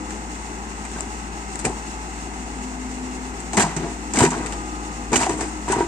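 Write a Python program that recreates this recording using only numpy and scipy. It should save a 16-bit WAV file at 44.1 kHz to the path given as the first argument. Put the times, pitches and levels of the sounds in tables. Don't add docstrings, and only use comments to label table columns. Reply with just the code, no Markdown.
import sys
import numpy as np
from scipy import signal
from scipy.fft import rfft, irfft, next_fast_len
from scipy.io import wavfile
from scipy.ndimage import uniform_filter1d

SR = 44100
rng = np.random.default_rng(int(sys.argv[2]) if len(sys.argv) > 2 else 0)


def output_pcm(signal):
    pcm = np.clip(np.atleast_2d(signal).T, -1, 1) * 32767
    wavfile.write(sys.argv[1], SR, np.round(pcm).astype(np.int16))


N = 258867
SIZE = next_fast_len(N + SR // 2)
HZ = np.arange(SIZE // 2 + 1) * SR / SIZE


def from_db(db):
    return 10 ** (np.asarray(db) / 20)


def in_time(rows):
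    s, *columns = np.transpose(rows)
    return [np.interp(np.arange(N) / SR, s, column) for column in columns]


def at_hz(points):
    hz, values = np.transpose(points)
    return np.interp(np.log(HZ + 1), np.log(hz), values)


def causal(points):
    cepstrum = irfft(np.log(from_db(at_hz(points))), SIZE)
    cepstrum[1:SIZE // 2] *= 2
    cepstrum[SIZE // 2:] = 0
    response = np.exp(rfft(cepstrum))
    return response / np.sqrt(np.mean(np.abs(response) ** 2))


def drift(rate_hz):
    step = 40
    r = np.exp(-2 * np.pi * rate_hz * step / SR)
    white = rng.standard_normal(N // step + 2002)
    slow = signal.lfilter([1], [1, -2 * r, r * r], white)[2000:]
    return np.interp(np.arange(N) / step, np.arange(len(slow)), slow / slow.std())


def ears(shared, own, like, lead):
    alike = np.clip(at_hz(like), 0, 1)
    shift = np.exp(-1j * np.interp(HZ, *np.transpose(lead)))
    right = alike * shift * rfft(shared[1], SIZE) + np.sqrt(1 - alike ** 2) * rfft(own, SIZE)
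    return np.array([rfft(shared[0], SIZE), right])


def grains(per_s, spread_db):
    sizes = from_db(spread_db * np.minimum(rng.exponential(1, (2, N)), 4))
    sizes = sizes * rng.choice([-1, 1], (2, N))
    clicks = sizes * (rng.random((2, N)) < per_s / SR)
    return clicks / clicks.std()


def patchy(noise, patchy_db, rate_hz):
    edges = np.geomspace(350, 17000, 18)
    out = 0
    for pair in zip(edges, edges[1:]):
        band = signal.butter(1, pair, "band", fs=SR, output="sos")
        out = out + signal.sosfilt(band, noise) * from_db(patchy_db * drift(rate_hz))
    return out / out.std()


def bursts(times, peaks_db, t60s):
    out = np.zeros(N)
    for s, peak_db, t60 in zip(times, peaks_db, t60s):
        i = round(s * SR)
        t = np.arange(min(int(t60 * SR), N - i)) / SR
        out[i:i + len(t)] += from_db(peak_db - 60 * t / t60)
    return out


def ring(force, hz, t60):
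    r, w = from_db(-60 / (t60 * SR)), 2 * np.pi * hz / SR
    return signal.lfilter([0, np.sin(w)], [1, -2 * r * np.cos(w), r * r], force + 1e-18)


# multiple of the cycle rate, level/dB
STEADY_TONES = [(3, -52), (12, -47.5), (15, -47), (54, -53.5), (68, -59)]
# t/s, tone level/dB, octave level/dB, fifth multiple level/dB
PUMP_STRAIN = [(0, -61, -47.5, -43), (.25, -60.5, -53.5, -45), (.4, -72, -62, -48.5), (1.9, -65, -70, -45),
               (2.5, -40, -71, -49.5), (3.1, -32.5, -55, -50), (3.4, -45.5, -61, -47.5),
               (4.0, -41, -56, -49.5), (4.45, -44, -50, -45), (4.6, -43.5, -51, -40), (4.85, -48, -56, -41),
               (5.05, -39.5, -50, -43.5), (5.2, -47, -60, -46), (5.87, -47, -57, -42)]
IDLE_PER_S = 14.0
FIRING_DB, LUG_DB_PER_CYCLE = -36, 8
SECOND_DB = -18.5


def engine_tones(speed, cycle):
    pump_db, octave_db, overtone_db = in_time(PUMP_STRAIN)
    firing_db = FIRING_DB + LUG_DB_PER_CYCLE * np.maximum(IDLE_PER_S - speed, 0)
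    gear_db = np.maximum(overtone_db - 3.0, -51)
    rows = list(STEADY_TONES) + [(8, firing_db + SECOND_DB), (60, gear_db)]
    rows += [(18, pump_db), (36, octave_db), (90, overtone_db)]
    out = np.sqrt(2) * from_db(firing_db + 0.71 * drift(4.8)) * np.sin(8 * np.pi * cycle)
    for multiple, db in rows:
        wave = np.sin(2 * np.pi * (multiple * cycle + rng.random()))
        out = out + np.sqrt(2) * from_db(db + 0.98 * drift(7.9)) * wave
    return out


# t/s, level/dB
PANEL_LEVEL = [(0, -29.5), (.4, -49), (3.4, -52), (4.1, -40.5), (4.45, -33.5), (4.9, -42.5), (5.2, -35.5),
               (5.55, -37.5), (5.87, -38.5)]


def panel_hum():
    (level_db,) = in_time(PANEL_LEVEL)
    panel = ring(rng.standard_normal(N), hz=309.4, t60=0.74)
    return from_db(level_db) * panel / panel.std()


# share of the cycle, level/dB against the others
KNOCKS_IN_CYCLE = [(0.019, 0), (0.113, 0), (0.27, 2), (0.521, 0), (0.765, -6.5), (0.882, -14)]


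def engine_noise(cycle, repeat_db, knock_ms, hum_db):
    clicks = np.zeros(N)
    for share, db in KNOCKS_IN_CYCLE:
        at = np.flatnonzero(np.diff(np.floor(cycle - share)))
        clicks[at] += from_db(db + rng.normal(0, 0.23, len(at)))
    throb = signal.lfilter([1], [1, -np.exp(-1000 / (knock_ms * SR))], clicks)
    white = rng.standard_normal((4, N))
    rough = (from_db(hum_db) + throb) * white[:2] + from_db(repeat_db) * clicks
    hiss = white[2:] * from_db(1.26 * drift(17))
    low = signal.butter(2, 2600, fs=SR, output="sos")
    high = signal.butter(2, 2600, "high", fs=SR, output="sos")
    return signal.sosfilt(low, rough / rough.std()) + signal.sosfilt(high, hiss)


# t/s, four-stroke cycles per s
ENGINE_SPEED = [(0, 14.05), (.3, 14.22), (.75, 14.27), (.9, 14.09), (1.2, 14.28), (1.5, 14.13),
                (2.1, 14.28), (2.55, 14.08), (3.15, 14.06), (3.45, 14.2), (3.9, 14.1), (4.1, 14.24),
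                (4.55, 13.65), (4.8, 13.96), (5.12, 13.6), (5.3, 14.7), (5.55, 14.58), (5.87, 13.8)]
# f/Hz, level per Hz/dB (shape only)
ROAR_COLOUR = [(30, -37), (70, -4.5), (140, -11), (210, 0), (400, -2.5), (550, -17), (700, -7), (850, -3),
               (1000, -8), (1400, -11), (2000, -11.5), (2350, -14), (2750, -14.5), (3300, -23)]
# f/Hz, lead/rad
ENGINE_LEAD = [(0, -0.15), (300, -0.3), (900, -1.0), (1200, -2.5), (1700, -2.5), (2350, -9.5),
               (3100, -15.5), (4500, -28), (6800, -37.5), (8400, -50), (16000, -69)]
# f/Hz, likeness (0 to 1)
ROAR_LIKENESS = [(100, 1), (900, 0.78), (1700, 0.55), (2500, 0.61), (5000, 0.38), (9000, 0.028)]
# f/Hz, left minus right/dB
ENGINE_PAN = [(60, 3.8), (380, 4.5), (1300, 2.5), (4400, -1), (9000, 0.5)]
ROAR_DB = -34


def engine(repeat_db, knock_ms, hum_db):
    (speed,) = in_time(ENGINE_SPEED)
    cycle = np.cumsum(speed) / SR
    tones = engine_tones(speed, cycle) + panel_hum()
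    shared, own = from_db(ROAR_DB) * engine_noise(cycle, repeat_db, knock_ms, hum_db)
    roar = causal(ROAR_COLOUR) * ears([shared, shared], own, ROAR_LIKENESS, ENGINE_LEAD)
    pure = ears([tones, tones], tones, [(1, 1), (2, 1)], ENGINE_LEAD)
    return (roar + pure) * from_db(at_hz(ENGINE_PAN) * [[.5], [-.5]])


# f/Hz, likeness (0 to 1)
BUCKET_LIKENESS = [(100, .99), (700, .95), (1400, 0.8), (3000, 0.3), (9000, 0.3)]
# f/Hz, lead/rad
BUCKET_LEAD = [(0, -0.35), (600, 0.44), (2000, 1.77), (16000, -12.5)]


def from_bucket(shared, own):
    return ears(shared, own, BUCKET_LIKENESS, BUCKET_LEAD)


# t/s, peak level/dB, dull part level/dB, t60/s, left minus right/dB
STONE_CRACKS = [(0.1066, -34, -33.5, 0.053, 4), (0.851, -35, -33, 0.07, 10), (.9153, -37, -44, 0.095, 11),
                (1.0072, -19.5, -22, 0.0055, 9), (1.5564, -25, -36, 0.033, 6), (1.591, -26.5, -38, 0.13, 8),
                (1.651, -18, -20.5, 0.053, 9), (3.403, -31, -48, 0.091, 9), (3.5321, -27, -28, 0.05, 7),
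                (3.569, -17.5, -30, 0.088, 5), (3.575, -14, -17.5, 0.066, -2), (3.5965, -14, -19, 0.16, -7),
                (3.622, -12.5, -22, 0.051, -3), (3.765, -24, -31.5, 0.11, -6), (4.1363, -21, -28, 0.05, 2),
                (4.158, -25, -31, 0.42, 8), (4.1882, -10, -27, 0.11, -1), (4.205, -14, -18, 0.045, 2),
                (4.225, -27, -20, 0.16, -13), (4.2504, -12.5, -20, 0.051, -3), (4.305, -22, -34, 0.068, -8),
                (4.461, -32, -28, 0.056, 17), (4.523, -30, -30, 0.092, -1), (5.131, -18.5, -23, 0.23, 3),
                (5.1566, -21, -24, 0.069, -12), (5.159, -11.5, -24, 0.089, -11), (5.231, -41, -26, 0.12, 4),
                (5.294, -27, -33, 0.12, 9), (5.4086, -24, -33, 0.046, 4), (5.684, -35, -39, 0.31, 11),
                (5.72, -24, -42, 0.067, 13)]
# f/Hz, level per Hz/dB (shape only)
DULL_COLOUR = [(900, -3), (1800, 1), (2700, -3), (3400, -11), (4500, -12), (7000, -18)]
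# f/Hz, level per Hz/dB (shape only)
GRIT_COLOUR = [(2000, -10.5), (4500, -2), (8000, 3), (11000, 5), (16000, -13)]
CRUNCH_DB = -6
SNAP_DB = 4.5


def stone(grind, grit):
    s, peak_db, dull_db, t60s, pan_db = np.transpose(STONE_CRACKS)
    sides_db = [peak_db + pan_db / 2, peak_db - pan_db / 2]
    chips = patchy(grains(7000, spread_db=4.5), patchy_db=3.5, rate_hz=18)
    crumbs = patchy(grains(4000, spread_db=4.0), patchy_db=3.5, rate_hz=30)
    dull_level = bursts(s, dull_db, t60s) + from_db(CRUNCH_DB) * grind
    shared, own = dull_level * crumbs
    dull = causal(DULL_COLOUR) * from_bucket([shared, shared], own)
    crack = np.array([bursts(s, db, t60s) for db in sides_db])
    spray = crack + grit * from_db([[1.5], [-1.5]])
    clicks = [bursts(s, db + SNAP_DB, np.full_like(s, 0.0001)) for db in sides_db]
    snap = np.array([ring(click, hz=7700, t60=0.0041) for click in clicks])
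    bright = from_bucket(spray * chips[0] + snap, spray[1] * chips[1] + snap[1])
    return dull + causal(GRIT_COLOUR) * from_db(-8.5) * bright


# start t/s, rise t/s, fall t/s, boom level/dB, grind level/dB, grit level/dB
DRAG_STROKES = [(.93, 0.055, 0.13, -39, -39, -34.5), (1.641, 0.0062, 0.1, -23, -30, -26),
                (3.532, 0.014, 0.093, -30.5, -35, -28), (3.569, 0.0059, 0.12, -21.5, -18, -21.5),
                (3.661, 0.053, 0.12, -39, -33.5, -44), (3.763, 0.07, 0.14, -29, -36, -63),
                (4.137, 0.1, 0.064, -18.5, -20, -18), (4.304, 0.014, 0.29, -29.5, -29, -33),
                (5.117, 0.018, 0.031, -16, -20, -26), (5.17, 0.049, 0.078, -28.5, -21.5, -19),
                (5.29, 0.03, 0.14, -27.5, -35.5, -32.5), (5.374, 0.046, 0.13, -42, -32.5, -28.5),
                (5.674, 0.051, 0.048, -28, -24.5, -24.5), (5.745, 0.062, 0.074, -27, -26, -36)]
BITE_DB, LET_GO_DB, DIE_S = -13.5, -19, 0.034
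SWELL_DB = -6.5


def drag():
    t, out = np.arange(N) / SR, 0
    points_db = [-70, BITE_DB, SWELL_DB, 0, SWELL_DB, LET_GO_DB, -70]
    for start, rise, fall, *tops_db in DRAG_STROKES:
        steps = [-.003, .003, rise / 2, rise / 2, fall / 3, fall * 2 / 3, DIE_S]
        times = start + np.cumsum(steps)
        shape_db = np.interp(t, times, points_db, left=-200, right=-200)
        out = out + from_db(shape_db) * from_db(tops_db)[:, None]
    return out


# t/s, low peak level/dB, centre of the low modes f/Hz, upper clang peak level/dB, its centre f/Hz
BUCKET_JOLTS = [(.96, -19, 231, -14, 1480), (1.651, -22, 360, -16, 1500), (1.655, -14.5, 186, -14.5, 860),
                (1.667, -14, 293, -16, 760), (1.694, -26, 190, -37, 1400), (3.533, -21, 332, -13.5, 810),
                (3.575, -3, 199, -2, 785), (3.583, -4, 107, -11, 940), (3.598, -11, 194, -8, 950),
                (3.640, -8, 162, -10, 960), (3.765, -12, 160, -21, 970), (3.845, -19, 330, -14.5, 690),
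                (4.166, -20, 262, -24, 800), (4.176, -4, 263, -12, 760), (4.204, -12, 283, -1.5, 930),
                (4.213, 5, 108, -27, 950), (4.218, 2, 262, -10, 800), (4.238, 2, 391, -11, 780),
                (4.255, 0, 148, -6, 970), (4.271, -10, 234, -16, 950), (4.38, -16, 246, -34, 780),
                (5.124, -24, 335, -28, 950), (5.142, -10.5, 390, -8, 704), (5.159, -8.5, 335, -18, 950),
                (5.165, -6, 84.5, -26, 800), (5.174, -15, 265, -32, 800), (5.214, -32, 330, -23, 1400),
                (5.231, -15, 400, -18, 800), (5.265, -10, 416, -8.5, 770), (5.294, -11, 390, -9, 990),
                (5.304, -11.5, 340, -19, 810), (5.389, -13, 370, -30, 800), (5.41, -26, 200, -12, 845),
                (5.428, -15, 308, -18, 800), (5.679, -20, 352, -8.5, 900), (5.700, -9, 395, -13, 860),
                (5.716, -24, 390, -18, 1500), (5.729, -13, 395, -7.5, 960), (5.765, -7, 333, -17, 1000),
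                (5.773, -20, 249, -18, 900), (5.787, -10, 400, -16, 960), (5.806, -3.5, 370, -3, 1030)]
RATTLE_T60_S, RATTLE_HZ, RATTLE_LAW = 0.074, 250, 0.14
CLANG_LAG_S = 0.001987


def jolts():
    s, low_db, low_hz, clang_db, clang_hz = np.transpose(BUCKET_JOLTS)
    times = np.append(s, s + CLANG_LAG_S)
    peaks_db = np.append(low_db, clang_db)
    centre = np.append(low_hz, clang_hz)
    t60s = RATTLE_T60_S * (RATTLE_HZ / centre) ** RATTLE_LAW
    return times, peaks_db, t60s, centre


# f/Hz, level/dB against each other, t60/s before the soil's limit
BUCKET_MODES = [(80.6, -12, 0.2), (103.7, -6, 0.079), (163, -5, 0.25), (199, -1.5, 0.23),
                (251.1, 0.5, 0.23), (305.4, -7, 0.16), (342, -2.5, 0.15), (391.7, 0.5, 0.074),
                (457, -18.5, 0.6), (692, -5.5, 0.43), (763, 2.5, 0.062), (844, -4.5, 0.17),
                (955, 4.5, 0.085), (1030, -23, 0.11), (1233, -18, 0.11), (1436, -14, 0.05), (1560, 0, 0.08),
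                (1965, -5, 0.18)]
BURIED_T60_S, UNEVEN_DB = .24, 2


def steel(levels, slips, drag_db, jolt_db, blow_db, reach_db):
    s, peak_db, t60s, centre = jolts()
    boom, grind = levels
    uneven_db = UNEVEN_DB * rng.standard_normal((len(s), len(BUCKET_MODES)))
    out = 0
    for k, (hz, db, t60) in enumerate(BUCKET_MODES):
        far_db = reach_db * np.abs(np.log2(hz / centre))
        near_db = peak_db + jolt_db - far_db + uneven_db[:, k]
        rubbing = grind if hz > 600 else boom
        rattle = bursts(s, near_db, t60s) + from_db(drag_db) * rubbing
        blow = bursts(s, near_db + blow_db, np.full_like(s, 0.0025))
        blow = np.diff(blow, prepend=0) * SR / (2 * np.pi * hz)
        force = (-1) ** k * rattle * slips + blow
        out = out + from_db(db) * ring(force, hz, min(t60, BURIED_T60_S))
    return out


# t/s, peak level/dB, f/Hz
TOOTH_PINGS = [(1.649, -23.5, 2410), (3.572, -11.5, 2000), (3.625, -21, 2750), (4.171, -15.5, 2140),
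               (4.189, -21, 3100), (5.138, -21, 2300), (5.157, -12.5, 2910), (5.234, -29, 2700),
               (5.407, -25, 1760), (5.698, -32, 2580), (5.722, -18.5, 1510), (5.802, -30, 2000)]
PING_T60_S, SKID_T60_S = 0.03, 0.025


def teeth():
    out, length = np.zeros(N), SR // 20
    fade = from_db(-60 * np.arange(length) / SR / SKID_T60_S)
    for s, peak_db, hz in TOOTH_PINGS:
        skid = fade * rng.standard_normal(length)
        ping = ring(skid, hz, PING_T60_S)
        i = round(s * SR)
        out[i:i + length] += from_db(peak_db) * ping / np.abs(ping).max()
    return out


# f/Hz, level per Hz/dB (shape only)
BOOM_COLOUR = [(60, -9.5), (110, 0), (250, -1), (400, 7), (550, -7.5), (700, -9), (1500, -55.5)]
# f/Hz, level per Hz/dB (shape only)
GRIND_COLOUR = [(400, -49), (650, 3), (950, 7), (1200, -2), (2000, -8), (3000, -22.5), (5000, -28)]
# f/Hz, left minus right/dB
BUCKET_PAN = [(100, 3), (700, 2.5), (2400, -1), (5000, -1), (7000, -4.5), (8500, 8), (12000, -3)]


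def bucket(jolt_db):
    boom, grind, grit = drag()
    s, peak_db, t60s, _ = jolts()
    jolt = bursts(s, peak_db, t60s) * from_db(jolt_db)
    slips = grains(900, spread_db=3.5)
    rasp = patchy(grains(1400, spread_db=1.5), patchy_db=3.5, rate_hz=18)
    rung = steel([boom, grind], slips[0], drag_db=-38.5, jolt_db=-43, blow_db=13.0, reach_db=50.0)
    rung = rung + teeth()
    out = stone(grind, grit) + from_bucket([rung, rung], rung)
    layers = [(boom + jolt, slips, BOOM_COLOUR), (grind + 0.14 * jolt, rasp, GRIND_COLOUR)]
    for level, noise, colour in layers:
        shared, own = level * noise
        out = out + causal(colour) * from_bucket([shared, shared], own)
    return out * from_db(at_hz(BUCKET_PAN) * [[.5], [-.5]])


def scene():
    mix = engine(repeat_db=30.5, knock_ms=4.4, hum_db=15.5) + bucket(jolt_db=-27.0)
    return irfft(mix, SIZE)[:, :N]


# f/Hz, level/dB (shape only)
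MICROPHONE_COLOUR = [(3000, 0.5), (4600, 2), (5500, 4), (7200, 10.5), (8400, 7), (9200, -3), (9900, -20),
                     (11000, -21), (13500, -18), (15500, -18)]
CUTOFF_HZ = 16300


def record(dry):
    colour = causal(MICROPHONE_COLOUR)
    x = irfft(rfft(dry, SIZE) * colour / np.abs(colour[1]), SIZE)[:, :N]
    power = uniform_filter1d(np.mean(x ** 2, axis=0), size=882)
    level_db = 10 * np.log10(power + 1e-10)
    slope = 60.0 * np.arange(N) / SR
    held_db = np.maximum.accumulate(level_db + slope) - slope
    x = x * from_db(-.25 * np.maximum(held_db + 19, 0))
    x = .85 * np.tanh(x / .85)
    bass_cut = signal.butter(2, 36, "high", fs=SR, output="sos")
    top_cut = signal.cheby2(12, 70, CUTOFF_HZ, fs=SR, output="sos")
    return signal.sosfilt(top_cut, signal.sosfilt(bass_cut, x))


dry = scene()
out = record(dry)
output_pcm(out)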